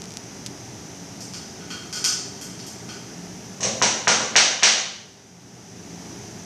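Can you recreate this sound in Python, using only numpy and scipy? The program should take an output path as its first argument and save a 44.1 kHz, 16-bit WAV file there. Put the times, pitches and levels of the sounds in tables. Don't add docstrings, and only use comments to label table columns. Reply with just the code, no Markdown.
import sys
import numpy as np
from scipy import signal
from scipy.fft import rfft, irfft
from scipy.io import wavfile
from scipy.ndimage import uniform_filter1d, minimum_filter1d

SR = 44100
rng = np.random.default_rng(int(sys.argv[2]) if len(sys.argv) > 2 else 0)


def master(y):
    cut = np.clip(np.atleast_2d(y).T, -1, 1)
    pcm = np.round(cut * 32767)
    wavfile.write(sys.argv[1], SR, pcm.astype(np.int16))


N = 284797

# [f/Hz, relative power density/dB]
RUMBLE_SPECTRUM = [(18, -74), (30, -42), (40, -26), (54, -19.5), (113, -4.5), (147, -7.5), (177, -0.5),
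                   (249, -7), (281, -8), (360, -11), (395, -5.5), (498, -17), (732, -13.5), (937, -17.5),
                   (1200, -30.5), (1560, -63), (2640, -120)]
HISS_SPECTRUM = [(590, -43), (1000, -21), (1140, -6), (2100, -6), (2300, -8), (2850, -8.5), (3830, -10.5),
                 (4580, -10), (4790, -5.5), (5250, -4), (6010, 2), (7610, -13), (12100, -23), (14000, -29),
                 (14800, -27)]
# [f/Hz, middle level/dB]
HUM_TONES = [(120.3, -56), (177.4, -54), (279.9, -57), (328.4, -58.5), (4950, -64)]
# [f/Hz, t60/s, tail level/dB]
ROOM_DECAY = [(150, 0.89, 9), (530, 0.77, 12), (1400, 0.66, 11.5), (3400, 0.69, 13), (5660, 0.66, 11),
              (9700, 0.54, 18), (14200, 0.28, 9)]
# [t/s, level before the low-pass/dB]
WALL_ECHOES = [(.0072, -14), (0.0183, -5.5), (0.0204, -8), (.0450, -7.5)]
# [f/Hz, level/dB]
RINGING_MODES = [(772, -49), (960, -51), (1197, -62), (1584, -50), (1642, -46), (1848, -65), (2110, -61),
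                 (2176, -62), (2401, -55), (2767, -53), (2920, -56), (4320, -54), (5817, -59), (6360, -47)]
# [t/s, peak level before the low-pass/dB, number of contacts]
TICK_TIMES = [(0.0193, -18, 1), (0.1711, -11.5, 1), (0.463, -11, 4)]
# [f/Hz, width/Hz, relative level/dB]
TICK_MODES = [(1970, 900, -24), (3670, 7400, 18), (6100, 3000, 23), (8800, 3000, -15)]
# [t/s, ring level/dB, snap level/dB, brightness/(dB per octave)]
CLINK_TIMES = [(1.206, -53, -25.5, 5.5), (1.336, -36, -24.5, -2), (1.606, -39, -46, -18),
               (1.704, -27, -25.5, -1), (1.927, -30.5, -18.5, 2), (1.955, -32, -20, 2),
               (2.042, -22, -6.5, 1), (2.413, -36.5, -24.5, 11), (2.593, -42, -30, -5),
               (2.666, -45, -26.5, 10), (2.890, -32, -29, 0)]
# [f/Hz, width/Hz, relative level/dB]
CLINK_RING_MODES = [(1270, 98, -6.5), (1480, 37, -0.5), (2380, 870, -11.5), (3200, 61, 5), (4320, 89, 0)]
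CLINK_SNAP_MODES = [(2960, 820, -13), (4650, 230, -2), (5190, 216, 1.5), (5900, 294, 1), (6770, 670, -5),
                    (7440, 255, -7), (8230, 510, -17), (9160, 280, -24.5), (10870, 370, -19),
                    (11450, 400, -22.5), (12530, 400, -21)]
# [t/s, thump level/dB, thump f/Hz, crack level/dB]
PECK_TIMES = [(3.601, -44, 1000, -20.5), (3.6245, -38, 750, -13), (3.646, -29.5, 536, -33),
              (3.8165, -8.5, 1163, -5), (4.0727, -2.5, 1480, -3), (4.203, -21.5, 790, -18),
              (4.3560, 3.5, 1900, 5), (4.6257, 0.5, 2100, 5)]
# [f/Hz, width/Hz, relative level/dB]
FLOOR_MODES = [(118, 35, -5.5), (215, 65, -3.5), (540, 266, -2), (798, 206, 0), (1018, 140, -1),
               (1171, 187, -1.5)]
SHELL_MODES = [(1315, 200, -6.5), (1600, 460, -1.5), (2150, 550, 3), (2466, 420, 3), (2926, 340, 2.5),
               (3670, 670, -0.5), (4410, 420, 2.5), (4890, 680, 0)]
RIM_MODES = [(5890, 413, 1), (6110, 300, 1), (6303, 380, -1), (7280, 2800, -19), (8740, 490, -16.5)]

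RUMBLE_DB, HISS_DB = -40.71, -43.5
CHATTER_S, CHATTER_LOSS_DB = 0.004, 5
PATTER_FROM_S, PATTER_TO_S, PATTER_DB = 0.033, 0.15, -23
RING_TILT_DB, RING_TILT_FOLLOWS = -3.5, 0.18
CONTACT_HZ, DAMPING, DAMPING_POWER = 1540, 0.41, 1.3
THUD_TILT_DB, THUD_TILT_RISE_DB = 0.5, 3
THUD_DB, THUD_FOLLOWS = -7.5, 0.53
SHELL_DB, SHELL_FOLLOWS = -1, 1.3
REBOUND_S = 0.0061
CUTOFF_HZ = 14650


def from_db(db):
    return 10 ** (np.asarray(db) / 20)


def rms_one(x):
    return x / np.sqrt(np.mean(x ** 2) + 1e-20)


def at_hz(table, hz, axis=1):
    table = np.array(table)
    return np.interp(np.log(np.maximum(hz, 1)), np.log(table[:, 0]), table[:, axis])


def add(track, s, sound):
    at = max(round(s * SR), 0)
    track[at:at + len(sound)] += sound[:len(track) - at]


def low_pass(x, cut_hz, order=2):
    sos = signal.butter(order, min(cut_hz, SR / 2 - 500), fs=SR, output="sos")
    return signal.sosfilt(sos, x)


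def strike(modes, tilt_db=0, size=4096):
    hz, width, db = np.array(modes, float).T[:, :, None]
    t = np.arange(size) / SR
    signs = np.cos(np.pi * np.arange(len(hz)))[:, None]
    tilted_db = db + tilt_db * np.log2(hz / hz[0])
    height = signs * width * from_db(tilted_db)
    decay = np.exp(-np.pi * width * t)
    ring = np.sum(height * decay * np.sin(2 * np.pi * hz * t) / hz, axis=0)
    pressure = np.diff(ring, prepend=0)
    return pressure / np.abs(pressure).max()


def coloured_noise(spectrum):
    hz = np.arange(N // 2 + 1) * SR / N
    white = rfft(rng.standard_normal(N))
    return rms_one(irfft(white * from_db(at_hz(spectrum, hz)), N))


def drift(rate_hz):
    hz = np.arange(N // 2 + 1) * SR / N
    white = rfft(rng.standard_normal(N))
    return rms_one(irfft(white / (1 + (hz / rate_hz) ** 2), N))


def background(waver_db=5.5, phase_wander=1.0):
    t = np.arange(N) / SR
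    tones = np.zeros(N)
    for hz, db in HUM_TONES:
        level = from_db(db + waver_db * drift(3.5))
        phase = 2 * np.pi * hz * t + phase_wander * drift(2.8)
        tones += level * np.sqrt(2) * np.sin(phase)
    rumble = from_db(RUMBLE_DB) * coloured_noise(RUMBLE_SPECTRUM)
    hiss = from_db(HISS_DB) * coloured_noise(HISS_SPECTRUM)
    return tones + rumble + hiss


def kitchen(sound, spot, moved=0.63, build_s=0.00068, mixing_s=0.027, wall_cut_hz=8000):
    size = len(spot)
    t, hz = np.arange(size) / SR, np.arange(size // 2 + 1) * SR / size
    response = np.zeros(size)
    for delay_s, db in WALL_ECHOES:
        response[round(delay_s * SR)] += from_db(db)
    response = low_pass(response, wall_cut_hz)
    response[0] += 1
    age = np.hypot(t, mixing_s) - mixing_s

    def fade(at):
        decay = np.exp(-np.log(1000) * age / at_hz(ROOM_DECAY, at))
        return decay * (1 - np.exp(-t / build_s))

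    for wave_hz, db in RINGING_MODES:
        response += from_db(db) * fade(wave_hz) * np.sin(2 * np.pi * wave_hz * t)
    white = rfft(spot + moved * rng.standard_normal(size))
    edges_hz = [40, 200, 400, 800, 1600, 3000, 5000, 7500, 10500, 16000]
    for low, high in zip(edges_hz, edges_hz[1:]):
        centre = np.sqrt(low * high)
        noise = irfft(white * ((hz >= low) & (hz < high)), size)
        band = rms_one(noise * fade(centre))
        share = np.sqrt(2 * (high - low) / (SR * size))
        response += from_db(at_hz(ROOM_DECAY, centre, axis=2)) * band * share
    return signal.fftconvolve(sound, response)


def ticks(cut_hz=11500):
    out = np.zeros(N)
    tick = strike(TICK_MODES)
    for s, db, count in TICK_TIMES:
        for k in range(round(count)):
            add(out, s + k * CHATTER_S, from_db(db - k * CHATTER_LOSS_DB) * tick)
    for s in PATTER_FROM_S + (PATTER_TO_S - PATTER_FROM_S) * rng.random(size=5):
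        add(out, s, from_db(PATTER_DB) * tick)
    return low_pass(out, cut_hz, order=4)


def clinks(spot, ring_cut_hz=6000, cut_hz=12800):
    out = np.zeros(N)
    for s, ring_db, snap_db, tilt_db in CLINK_TIMES:
        ring_tilt_db = RING_TILT_DB + RING_TILT_FOLLOWS * tilt_db
        ring = from_db(ring_db) * low_pass(strike(CLINK_RING_MODES, ring_tilt_db), ring_cut_hz)
        snap = from_db(snap_db) * strike(CLINK_SNAP_MODES, tilt_db)
        clink = low_pass(ring + snap, cut_hz, order=8)
        add(out, s, kitchen(clink, spot))
    return out


def pecks(spot, thump_cut_hz=3300, thud_cut_hz=1500, crack_cut_hz=8400, near_thump_db=-3):
    out = np.zeros(N)
    for s, thump_db, hz, crack_db in PECK_TIMES:
        stiffness = hz / CONTACT_HZ
        width_hz = hz * DAMPING * stiffness ** DAMPING_POWER
        thump = from_db(thump_db) * low_pass(strike([(hz, width_hz, 0)]), thump_cut_hz, order=4)

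        thud_db = THUD_DB + THUD_FOLLOWS * thump_db
        thud_tilt_db = THUD_TILT_DB + THUD_TILT_RISE_DB * np.log2(stiffness)
        thud = from_db(thud_db) * low_pass(strike(FLOOR_MODES, thud_tilt_db), thud_cut_hz)

        shell_db = SHELL_DB + SHELL_FOLLOWS * crack_db
        crack = from_db(crack_db) * strike(RIM_MODES) + from_db(shell_db) * strike(SHELL_MODES)

        knock = thump + thud
        add(knock, REBOUND_S, low_pass(crack, crack_cut_hz, order=8))
        add(out, s, kitchen(knock, spot))
        add(out, s, from_db(near_thump_db) * thump)
    return out


def scene():
    broom_spot, clink_spot = rng.standard_normal(size=(2, 32768))
    mix = pecks(broom_spot) + clinks(clink_spot) + ticks() + background()
    return mix[None]


def gain_control(x, threshold_db=-17.0, slope=0.62, hold_s=0.69, release_db_per_s=13):
    power = uniform_filter1d(x ** 2, size=1024)
    level_db = 10 * np.log10(np.maximum(power, 1e-12))
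    cut_db = slope * np.maximum(level_db - threshold_db, 0)
    half = int(hold_s * SR / 2)
    held_db = -minimum_filter1d(-cut_db, 2 * half + 1, origin=half)
    ramp_db = release_db_per_s * np.arange(N) / SR
    released_db = np.maximum.accumulate(held_db + ramp_db) - ramp_db
    return x * from_db(-uniform_filter1d(released_db, size=128))


def record(dry):
    limited = np.clip(gain_control(dry[0]), -0.93, 0.93)
    top_cut = signal.ellip(10, 0.1, 80, CUTOFF_HZ, fs=SR, output="sos")
    return signal.sosfilt(top_cut, limited)[None]


dry = scene()
out = record(dry)
master(out)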